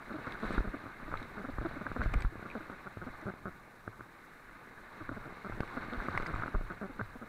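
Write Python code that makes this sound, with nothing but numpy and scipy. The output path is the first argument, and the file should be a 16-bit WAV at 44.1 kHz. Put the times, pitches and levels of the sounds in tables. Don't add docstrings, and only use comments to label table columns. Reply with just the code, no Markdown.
import sys
import numpy as np
from scipy import signal
from scipy.io import wavfile
from scipy.ndimage import uniform_filter1d

SR = 44100
rng = np.random.default_rng(int(sys.argv[2]) if len(sys.argv) > 2 else 0)


def nominal_scale(level):
    x = np.asarray(level, float) / 20
    return 10 ** x


def persist_wave(psi):
    counts = np.round(np.clip(psi, -1, 1) * 32767).astype(np.int16)
    wavfile.write(sys.argv[1], SR, np.atleast_2d(counts).T)


N = 321048


def evened(x):
    return x / np.sqrt(np.mean(x ** 2) + 1e-20)


def read(points, hz):
    f, value = np.transpose(points)
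    return np.interp(np.log(hz + 1), np.log(f + 1), value)


def add(mix, start_s, sound):
    part = mix[round(start_s * SR):][:len(sound)]
    part += sound[:len(part)]


def muffled(x, hz):
    return signal.sosfilt(signal.butter(4, min(hz, 9000), fs=SR, output="sos"), x)


def passed(x, low_hz, high_hz):
    return signal.sosfilt(signal.butter(2, [low_hz, high_hz], "band", fs=SR, output="sos"), x)


def shell_ring(t, modes):
    return sum(nominal_scale(db) * np.exp(-np.pi * width_hz * t) * np.sin(2 * np.pi * hz * t)
               for hz, width_hz, db in modes)


def noise_of(points):
    return lambda hz: nominal_scale(read(points, hz))


def water(colour, patchy_db, flicker_db, size=1024):
    hop = size // 4
    frames, hz = N // hop + 5, np.fft.rfftfreq(size, 1 / SR)
    real, imag, patches = rng.standard_normal((frames, len(hz), 3)).T
    patches = uniform_filter1d(patches, size=10, axis=0)
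    patches = evened(uniform_filter1d(patches, size=8, axis=1))
    flicker = evened(uniform_filter1d(rng.standard_normal(frames), size=4))
    level = nominal_scale(patchy_db * patches + flicker_db * flicker)
    z = (real + 1j * imag) * colour(hz)[:, None] * level
    return evened(signal.istft(z, nperseg=size, noverlap=size - hop)[1][:N])


# (frequency [Hz], density [dB per Hz])
HISS = [(2000, -14), (5000, 2.5), (10000, 2), (16000, 0.5)]


def preamp_hiss():
    return nominal_scale(-73.5) * water(noise_of(HISS), patchy_db=0.1, flicker_db=1.0)


# (frequency [Hz], density [dB per Hz])
SHELL = [(90, -18), (150, -2.5), (250, -2.5), (650, -8.5), (900, -7.5), (1350, -18.5), (1900, -19.5),
         (2500, -22.5), (3100, -37), (3400, -54.5)]
# (frequency [Hz], width [Hz], level [dB])
SHELL_MODES = [(1176, 59, -5.5), (1500, 66, -6), (1220, 32, -19.5), (1707, 147, -12.5), (2122, 112, -14)]


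def through_shell(hz):
    peaks = sum(nominal_scale(2 * db) / (1 + (2 * (hz - f) / width_hz) ** 2) for f, width_hz, db in SHELL_MODES)
    peaks = peaks * nominal_scale(2 * read([(2300, 2), (3200, -8.5)], hz))
    return np.sqrt(nominal_scale(2 * read(SHELL, hz)) + peaks)


# (time [s], roar level [dB])
FLOW = [(0.0, -59.5), (0.18, -55), (0.75, -56.5), (1.0, -58.5), (1.65, -57), (2.21, -55.5), (2.3, -63.5),
        (2.5, -60), (3.2, -60.5), (3.75, -64), (4.12, -63), (4.4, -62), (4.9, -60.5), (5.6, -56.5),
        (5.92, -54), (6.4, -53), (6.6, -59), (7.28, -62)]
# (time [s], lift [dB], rise and fall [s])
SPLASHES = [(.3, 3.5, 0.074), (.46, 6.5, 0.077), (.55, 8.5, .08), (1.17, 3, 0.14), (1.37, 1, 0.062),
            (1.7, 2.5, .09), (2.04, 5.5, 0.042), (2.5, 3.5, 0.42), (3.18, 2, 0.26), (4.98, 2.5, 0.12),
            (5.36, 0.5, 0.17), (5.76, 2.5, 0.17), (6.06, 2.5, 0.14), (6.19, 2, 0.11), (6.72, 2.5, 0.04),
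            (7.03, 2, 0.12)]
# (time [s], rumble level [dB])
LURCHES = [(.3, -59), (.5, -46.5), (.64, -43), (1.14, -44), (1.4, -53), (1.56, -47), (1.7, -49),
           (1.97, -44.5), (2.1, -39), (2.22, -41), (2.6, -56), (3.08, -50.5), (3.5, -58), (3.94, -59),
           (5.15, -51.5), (5.55, -48), (5.88, -48.5), (6.19, -49), (6.4, -45), (6.66, -44.5), (7.1, -51)]
ROAR_SHARE, SPRAY_SHARE, SPRAY_DB = 0.94, 1.27, -13.5
LURCH_S, REST_DB = 0.067, -1


def swell():
    t = np.arange(0, N + 64, 64) / SR
    flow_db = np.interp(t, *np.transpose(FLOW))
    lift_db = sum(db * np.maximum(1 - abs(t - s) / span_s, 0) for s, db, span_s in SPLASHES)
    lurches = sum(nominal_scale(db) * np.exp(-.5 * ((t - s) / LURCH_S) ** 2) for s, db in LURCHES)
    roar_db = flow_db + ROAR_SHARE * lift_db
    spray_db = flow_db + SPRAY_DB + SPRAY_SHARE * lift_db
    rocking_db = 20 * np.log10(nominal_scale(flow_db + REST_DB) + lurches)
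    return [np.interp(np.arange(N) / SR, t, db) for db in (roar_db, spray_db, rocking_db)]


# (frequency [Hz], density [dB per Hz])
SPRAY = [(2600, -5), (3300, -2.5), (3800, 6), (4300, 0.5), (5000, -12), (6000, -15), (7000, -41)]
# (frequency [Hz], density [dB per Hz])
FIZZ = [(4000, -21), (5500, 2.5), (7000, 0.5), (8300, 2), (10500, -7), (12500, -30)]
# (frequency [Hz], density [dB per Hz])
ROCKING = [(12, -27.5), (25, 13.5), (55, -16.5), (110, -3.5), (160, -12.5), (300, -64.5)]


def river():
    roar_db, spray_db, rocking_db = swell()
    roar = water(through_shell, patchy_db=1.5, flicker_db=0.65, size=512)
    deep = signal.oaconvolve(roar, signal.firwin(201, 1000, fs=SR), "same")
    far_db = -54.5 + 0.97 * (roar_db + 59.5)
    roar = nominal_scale(far_db) * deep + nominal_scale(roar_db + 10.5) * (roar - deep)
    spray = nominal_scale(spray_db + 2.6) * water(noise_of(SPRAY), patchy_db=0.5, flicker_db=-0.5, size=256)
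    fizz_db = -73.5 + 1.1 * (spray_db + 61)
    fizz = nominal_scale(fizz_db) * water(noise_of(FIZZ), patchy_db=1.0, flicker_db=-2.5, size=256)
    rocking = nominal_scale(rocking_db - 1.5) * water(noise_of(ROCKING), patchy_db=1.5, flicker_db=1.2, size=2048)
    bursts = np.minimum(rng.exponential(1, N // 64 + 1), 2)
    crackle = evened(nominal_scale(3.0 * np.repeat(bursts, 64)[:N]))
    return roar + uniform_filter1d(crackle, size=48) * (spray + fizz) + rocking


# (time [s], tick peak [dB], bubble level [dB], bubble frequency [Hz])
DROPS = [(0.322, -36.5, -42.5, 3700), (.528, -56, -54, 8500), (1.173, -39, -44.5, 3750),
         (1.228, -42, -46, 3700), (2.031, -50, -61, 6000), (2.037, -40.5, -62, 8200),
         (2.136, -36, -58, 7460), (2.139, -29, -65, 4700), (2.2068, -44, -50, 8000),
         (2.221, -35.5, -47, 4800), (2.224, -45, -56, 8300), (2.501, -64, -41, 2370),
         (2.513, -64, -39.5, 2300), (3.214, -44, -64, 6000), (5.605, -36, -45.5, 4320),
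         (5.607, -48, -68, 7480), (5.934, -42, -46, 3660), (6.1762, -39, -56, 5040),
         (6.1753, -30.5, -24.5, 1920), (6.223, -35.5, -66, 4030), (6.263, -39, -55, 6170),
         (6.2665, -42, -43, 4750), (6.269, -43, -62, 7100), (6.272, -54, -58, 8460),
         (6.351, -43, -60, 7450), (2.2035, -40, -54, 3300), (2.207, -45, -54, 4300),
         (2.2225, -44, -52, 3700), (2.1415, -46, -57, 5500), (.5278, -42, -50, 4000),
         (.4414, -52, -50, 3710), (.128, -56, -53, 3930), (1.204, -50, -53, 3900), (5.6765, -44, -58, 3800),
         (5.65, -50, -60, 3800), (6.2085, -46, -56, 4200), (6.1775, -44, -50, 2700), (3.13, -60, -57, 4170),
         (1.6616, -58, -56, 3620), (6.127, -56, -50, 3800)]
# (frequency [Hz], width [Hz], level [dB])
PORT = [(1300, 2000, -5), (2180, 280, 26), (3900, 1300, 8.5), (5240, 3600, 0), (8300, 2600, -5)]


def drops():
    out, t = np.zeros(N), np.arange(600) / SR
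    noise = rng.standard_normal((len(DROPS), 600))
    for (s, tick_db, bubble_db, hz), puff in zip(DROPS, noise):
        tick = signal.fftconvolve(puff * t * np.exp(-t / 0.0008), shell_ring(t, PORT))[:600]
        age = t / (.0003 + 1.6 / hz)
        bubble = np.sin(2 * np.pi * hz * t * (1 + 8 * t)) * age * np.exp(1 - age)
        add(out, s, nominal_scale(tick_db) * tick / abs(tick).max() + nominal_scale(bubble_db) * bubble)
    return out


# (time [s], peak [dB], push [s], direction [+1 or -1])
SLAPS = [
    (5.6045, -19.5, .00048, 1),
    (6.1758, -26, .00016, 1),
    (.5804, -25, .0003, -1),
    (6.2233, -36, .00016, 1),
    (2.1408, -32, .00018, 1),
    (.5408, -34, .0003, -1),
    (3.2572, -33, .0006, 1),
    (.2742, -33, .0005, -1),
    (.7682, -37, .0005, -1),
]


def slaps():
    out = np.zeros(N)
    for s, db, push_s, direction in SLAPS:
        u = np.arange(600) / SR / push_s
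        add(out, s, direction * nominal_scale(db) * muffled((2 - u) * np.sqrt(u) * np.exp(-u / 2), 2300))
    return out


# (time [s], peak [dB], frequency [Hz])
HELMET = [(0.436, -53, 110), (0.855, -36, 105), (1.132, -38, 90), (1.903, -39.5, 89), (2.373, -38.5, 100),
          (2.964, -39.5, 102.6), (3.253, -35.5, 107), (3.452, -38.5, 116), (3.872, -42, 108),
          (4.002, -41.5, 115), (5.007, -40, 99.6), (5.087, -39.5, 117), (5.518, -38, 109),
          (5.597, -49, 124), (6.086, -31, 88.5), (6.151, -31, 100.5), (6.331, -35.5, 92),
          (6.391, -35.5, 107.6), (6.6, -38, 90), (7.012, -29.5, 108)]


def helmet():
    out, t = np.zeros(N), np.arange(5000) / SR
    for s, db, hz in HELMET:
        fading = nominal_scale(db - 60 * t / 0.125)
        add(out, s, fading * np.sin(2 * np.pi * hz * t) * np.minimum(t / 0.0087, 1))
    return out


# (time [s], peak [dB], swing [Hz])
JOLTS = [(0.455, -40, 35), (0.578, -22, 41.5), (0.673, -34, 37.6), (1.05, -49, 30), (1.536, -41, 35),
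         (1.585, -30.5, 48.7), (1.994, -27.5, 65), (2.058, -24.5, 43.7), (2.156, -22, 46),
         (2.246, -22, 41.7), (5.975, -32, 34.8), (6.332, -32, 39.7), (6.579, -33, 30.2), (6.546, -24, 36.4)]


def jolts():
    out, t = np.zeros(N), np.arange(5000) / SR
    for s, db, hz in JOLTS:
        dip = (t / 0.0015) ** 2 * np.exp(2 - 2 * t / 0.0022)
        turns = np.maximum(t - .005, 0) * hz
        swing = np.sin(2 * np.pi * 0.63 * turns * (1 + 0.32 * turns)) * np.exp(-(turns / 1.06) ** 4.2)
        add(out, s, nominal_scale(db) * (swing - 0.41 * dip))
    return muffled(out, 540)


# (time [s], peak [dB], ring [Hz])
CLUNKS = [(.35, -42, 676), (1.139, -37, 563), (1.439, -43, 487), (1.581, -40, 579), (1.66, -38, 480),
          (1.758, -41, 619), (1.868, -40, 560), (1.965, -39, 450), (2.018, -39, 544), (2.059, -36, 680),
          (2.136, -38, 950), (2.248, -42, 960), (2.551, -41, 487), (4.006, -46, 630), (5.769, -40, 692),
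          (6.086, -36, 490), (6.14, -40, 576), (6.198, -38, 493), (6.34, -36, 565), (6.399, -42, 902),
          (6.436, -36, 624), (6.545, -38, 684), (6.59, -40, 680), (6.997, -37, 450), (.259, -43, 964),
          (.739, -40, 340), (2.86, -44, 130), (3.31, -44, 180), (.756, -44, 300), (.605, -42, 420),
          (3.886, -47, 420), (.59, -36, 100), (.86, -44, 300)]
CLUNK_CYCLES = 2.2


def clunks():
    out, t = np.zeros(N), np.arange(2500) / SR
    for s, db, hz in CLUNKS:
        envelope = np.minimum(t * hz, 1) * np.exp(-t * hz / CLUNK_CYCLES)
        add(out, s, nominal_scale(db) * np.sin(2 * np.pi * hz * t) * envelope)
    return out


# (time [s], peak [dB], ring [Hz])
KNOCKS = [(0.5808, -17.5, 1390), (1.1164, -26, 1300), (1.1401, -17.5, 1240), (1.5837, -22, 1250),
          (1.6588, -24, 1300), (1.8661, -18, 1530), (1.9637, -20.5, 1365), (2.008, -25, 1360),
          (2.0165, -16.5, 1500), (2.139, -24.5, 1180), (2.2495, -23, 1350), (2.5526, -25.5, 1500),
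          (3.877, -29.5, 1540), (5.0914, -25, 1460), (5.5223, -25, 1370), (5.6045, -22, 1500),
          (6.002, -23, 1400), (6.0846, -27, 1210), (6.1505, -19, 1540), (6.1754, -17, 1180),
          (6.261, -21.5, 1940), (6.338, -24, 1210), (6.3607, -21, 1245), (6.422, -21.5, 1290),
          (6.4378, -22, 1480), (6.4607, -28, 1270), (6.4793, -21.5, 1320), (6.5495, -23, 1220),
          (6.994, -25, 1500), (5.017, -30, 1300),
          (1.65, -24.5, 1410), (3.016, -29, 1450), (3.299, -28, 1450), (6.207, -24, 1340),
               (7.012, -20.5, 1519), (1.154, -24, 1300), (2.2095, -30, 1500), (2.094, -30, 1450),
               (6.389, -28, 1600), (6.398, -28, 1450), (6.278, -29, 1400), (6.2875, -28, 1500),
               (1.1245, -28, 1350), (1.218, -32, 1600), (6.998, -24, 1400), (3.286, -29, 1450),
               (.352, -32, 1500), (.456, -30, 1600), (.0955, -31, 1550), (.187, -33, 1250),
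               (5.775, -29, 1500), (6.0865, -25, 1350), (4.007, -35, 1500), (2.4285, -35, 1400),
               (5.945, -30, 1400), (.7345, -33, 1500), (1.457, -33, 1500), (6.835, -31, 1450),
               (6.701, -30, 1500), (5.171, -30, 1400), (5.258, -32, 1450), (2.873, -30, 1400),
               (3.09, -33, 1500), (6.032, -30, 1500)]
# (frequency [Hz], width [Hz], level [dB])
RINGING = [(1180, 600, 26), (1480, 510, 24.5), (1840, 290, -1)]


def knocks():
    out, t = np.zeros(N), np.arange(1200) / SR
    raps = KNOCKS
    shape = (len(raps), 1200)
    rattle = rng.standard_normal(shape) * (rng.random(shape) < .02)
    for (s, db, hz), bounces in zip(raps, rattle):
        blow = (t == 0) + .25 * bounces * np.exp(-t / .004)
        ring = shell_ring(t, [(hz, 175, 0)]) + 0.31 * shell_ring(t, RINGING)
        rap = signal.fftconvolve(blow, ring * np.minimum(t / 0.0036, 1))[:1200]
        rap = muffled(rap, 1.28 * hz)
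        add(out, s, -nominal_scale(db - 6.0) * rap / abs(rap).max())
    return out


# (time [s], length [s], level [dB], slip rate [Hz])
GROANS = [(0.101, .028, -46.5, 234), (0.139, .029, -45, 310), (1.371, 0.051, -47.5, 217),
          (1.65, 0.021, -39.5, 340), (1.858, 0.018, -47, 285), (1.994, 0.035, -45.5, 253),
          (2.551, 0.029, -43, 240), (2.717, 0.029, -54.5, 193), (3.016, .031, -50.5, 177),
          (3.066, 0.026, -47.5, 256), (5.004, 0.024, -50.5, 340), (5.164, 0.02, -46, 225),
          (5.255, 0.028, -50.5, 148), (6.395, 0.027, -54, 174), (6.813, 0.05, -44.5, 215),
          (7.214, 0.03, -48, 232)]
# (time [s], length [s], level [dB], slip rate [Hz])
RASPS = [(.428, 0.027, -41, 220), (.857, 0.024, -52, 110), (1.124, 0.021, -46, 146),
         (2.136, 0.015, -43, 260), (2.858, .027, -50, 196), (3.2655, 0.041, -42.5, 200),
         (3.455, 0.04, -46, 200), (5.446, 0.032, -46.5, 195), (5.923, 0.042, -45.5, 250),
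         (6.041, .026, -47, 273), (6.277, 0.035, -45.5, 174), (6.543, .02, -42, 196),
         (6.703, 0.024, -47.5, 184), (6.992, 0.022, -43.5, 224)]
# (time [s], level [dB], slip rate [Hz], shell ring over thud [dB])
SQUEAKS = [(.185, -48.5, 146, -9), (.268, -46.5, 260, 4), (0.537, -45.5, 216, 0), (.642, -44, 223, -6),
           (.673, -47, 220, 1.5), (.738, -43, 290, -1.5), (1.022, -50.5, 263, -5), (1.078, -51, 325, 0),
           (1.215, -50.5, 265, -9), (1.442, -44, 270, -1), (1.486, -42.5, 265, -9), (1.613, -43, 146, -3.5),
           (1.765, -45.5, 303, -0.5), (1.811, -43.5, 210, -2), (1.961, -40.5, 252, -13),
           (2.322, -53, 340, -7), (2.453, -48.5, 216, 2), (2.603, -51, 320, 4.5), (3.224, -52, 315, -18),
           (3.994, -54.5, 85, 2.5), (5.114, -46, 283, -4), (5.574, -50.5, 210, -6), (5.769, -40, 254, -2.5),
           (6.016, -45, 206, -3), (6.141, -45, 190, -3), (6.478, -49.5, 270, -14), (6.895, -48.5, 294, -4),
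           (7.155, -48.5, 246, -15)]
# (time [s], level [dB], shell ring over thud [dB])
SNAPS = [(.345, -47.5, 1), (.506, -38.5, -7), (.579, -35, -0.5), (.604, -42, -14), (.839, -49, -1),
         (1.255, -50.5, -3), (1.584, -41, 0), (1.711, -47, -3), (1.915, -41, 1), (2.058, -40.5, 2),
         (2.355, -43.5, -2.5), (2.394, -46.5, -6), (2.426, -45.5, -5), (2.698, -45.5, 3), (2.971, -43.5, 0),
         (3.337, -47.5, -4), (3.877, -42.5, 3.5), (5.091, -41.5, 3), (5.324, -48.5, -19), (5.497, -43, -15),
         (5.632, -42.5, 1), (5.884, -45, -17), (6.084, -39, 2), (6.174, -47.5, 5), (6.199, -44.5, 3),
         (6.23, -43, -3), (6.341, -40.5, -2), (6.434, -44.5, 8.5), (6.459, -45.5, -4), (6.61, -46.5, 1)]
GROAN_RING_DB, RASP_RING_DB = -3, 2.5
RING_SLOPE = -0.85
SQUEAK_S, SNAP_S, SNAP_HZ, SNAP_SPREAD = .017, .0068, 240.7, .15


def strains():
    rows = []
    for table, ring_db in ((GROANS, GROAN_RING_DB), (RASPS, RASP_RING_DB)):
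        rows += [(s, length_s, db, hz, ring_db + RING_SLOPE * (db + 47)) for s, length_s, db, hz in table]
    rows += [(s, SQUEAK_S, db, hz, ring_db) for s, db, hz, ring_db in SQUEAKS]
    rates_hz = SNAP_HZ * (1 + SNAP_SPREAD * rng.uniform(-1.16, 1, len(SNAPS)))
    return rows + [(s, SNAP_S, db, hz, ring_db) for (s, db, ring_db), hz in zip(SNAPS, rates_hz)]


# (frequency [Hz], width [Hz], level [dB])
THUD = [(110, 11.4, -11), (323, 232, 12), (610, 192, 4)]


def creaks():
    out, rings, t = np.zeros(N), np.zeros(N), np.arange(3000) / SR
    rows = strains()
    chance = np.clip(rng.standard_normal((len(rows), 3, 24)), -1.5, 1.5)
    for (s, length_s, db, rate_hz, ring_db), (late, size, bright) in zip(rows, chance):
        even_s = np.arange(24) / rate_hz
        use = even_s < max(length_s - .003, 1e-4)
        age = even_s / length_s
        slip_s = even_s * (1 + 0.042 * late[-1] * age + .08 * age ** 2)
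        slip_s = slip_s + 0.065 * late / rate_hz
        place = np.clip((slip_s[use] * SR).astype(int), 0, 2999)
        fade_db = -4.5 * age[use] ** 2
        fade_db = fade_db - 1.5 * (even_s[use] == 0) * (length_s > .01)
        force = nominal_scale(db + fade_db + 2 * size[use]) * np.sign(size[-1]) / np.sqrt(rate_hz)
        arm = shell_ring(t, [(rate_hz, 65, -4)])
        thud = passed(muffled(shell_ring(t, THUD) + arm, 830), 70, 2000)
        thud *= nominal_scale(4.6) / np.sqrt(np.sum(thud ** 2) / SR)
        add(out, s, signal.fftconvolve(np.bincount(place, force), thud))
        add(rings, s, np.bincount(place, force * nominal_scale(ring_db + 3 * bright[use])))
    ring = passed(muffled(shell_ring(t, RINGING), 1660), 1148, 1570)
    ring_rms = np.sqrt(np.sum(ring ** 2) / SR)
    return out - nominal_scale(-0.7) * signal.oaconvolve(rings, ring)[:N] / ring_rms


def scene():
    return (river() + drops() + slaps() + helmet() + jolts() + clunks() + knocks() + creaks())[None]


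# (time [s], length [s], lower edge [Hz])
DULLED = [(.59, .008, 15000), (1.655, .01, 14500), (1.78, .008, 15000), (1.87, .008, 15000),
          (2.018, .014, 15000), (2.142, .006, 14500), (3.258, .012, 12800), (3.275, .014, 15000),
          (3.878, .01, 13000), (5.094, .01, 13000), (5.605, .014, 15000), (6.178, .01, 14800),
          (6.405, .01, 12800), (6.455, .014, 12800), (6.44, .06, 15000), (6.49, .008, 13200),
          (6.548, .008, 12800), (6.99, .008, 14500)]


def dulled(x):
    out = x.copy()
    for s, length_s, hz in DULLED:
        a, b = round((s - length_s / 2) * SR) - 200, round((s + length_s / 2) * SR) + 200
        top = signal.oaconvolve(out[a:b], signal.firwin(101, hz, pass_zero=False, fs=SR), "same")
        i = np.arange(b - a)
        out[a:b] -= top * np.clip(np.minimum(i, i[::-1]) / 100 - 1, 0, 1)
    return out


def low_pass(x):
    return signal.sosfilt(signal.butter(12, 15710, fs=SR, output="sos"), x)


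def record(dry):
    heard = dulled(dry[0] + preamp_hiss())[None]
    mix = signal.oaconvolve(heard, signal.firwin(301, 15700, fs=SR)[None], "same")
    return low_pass(mix)


dry = scene()
out = record(dry)
persist_wave(out)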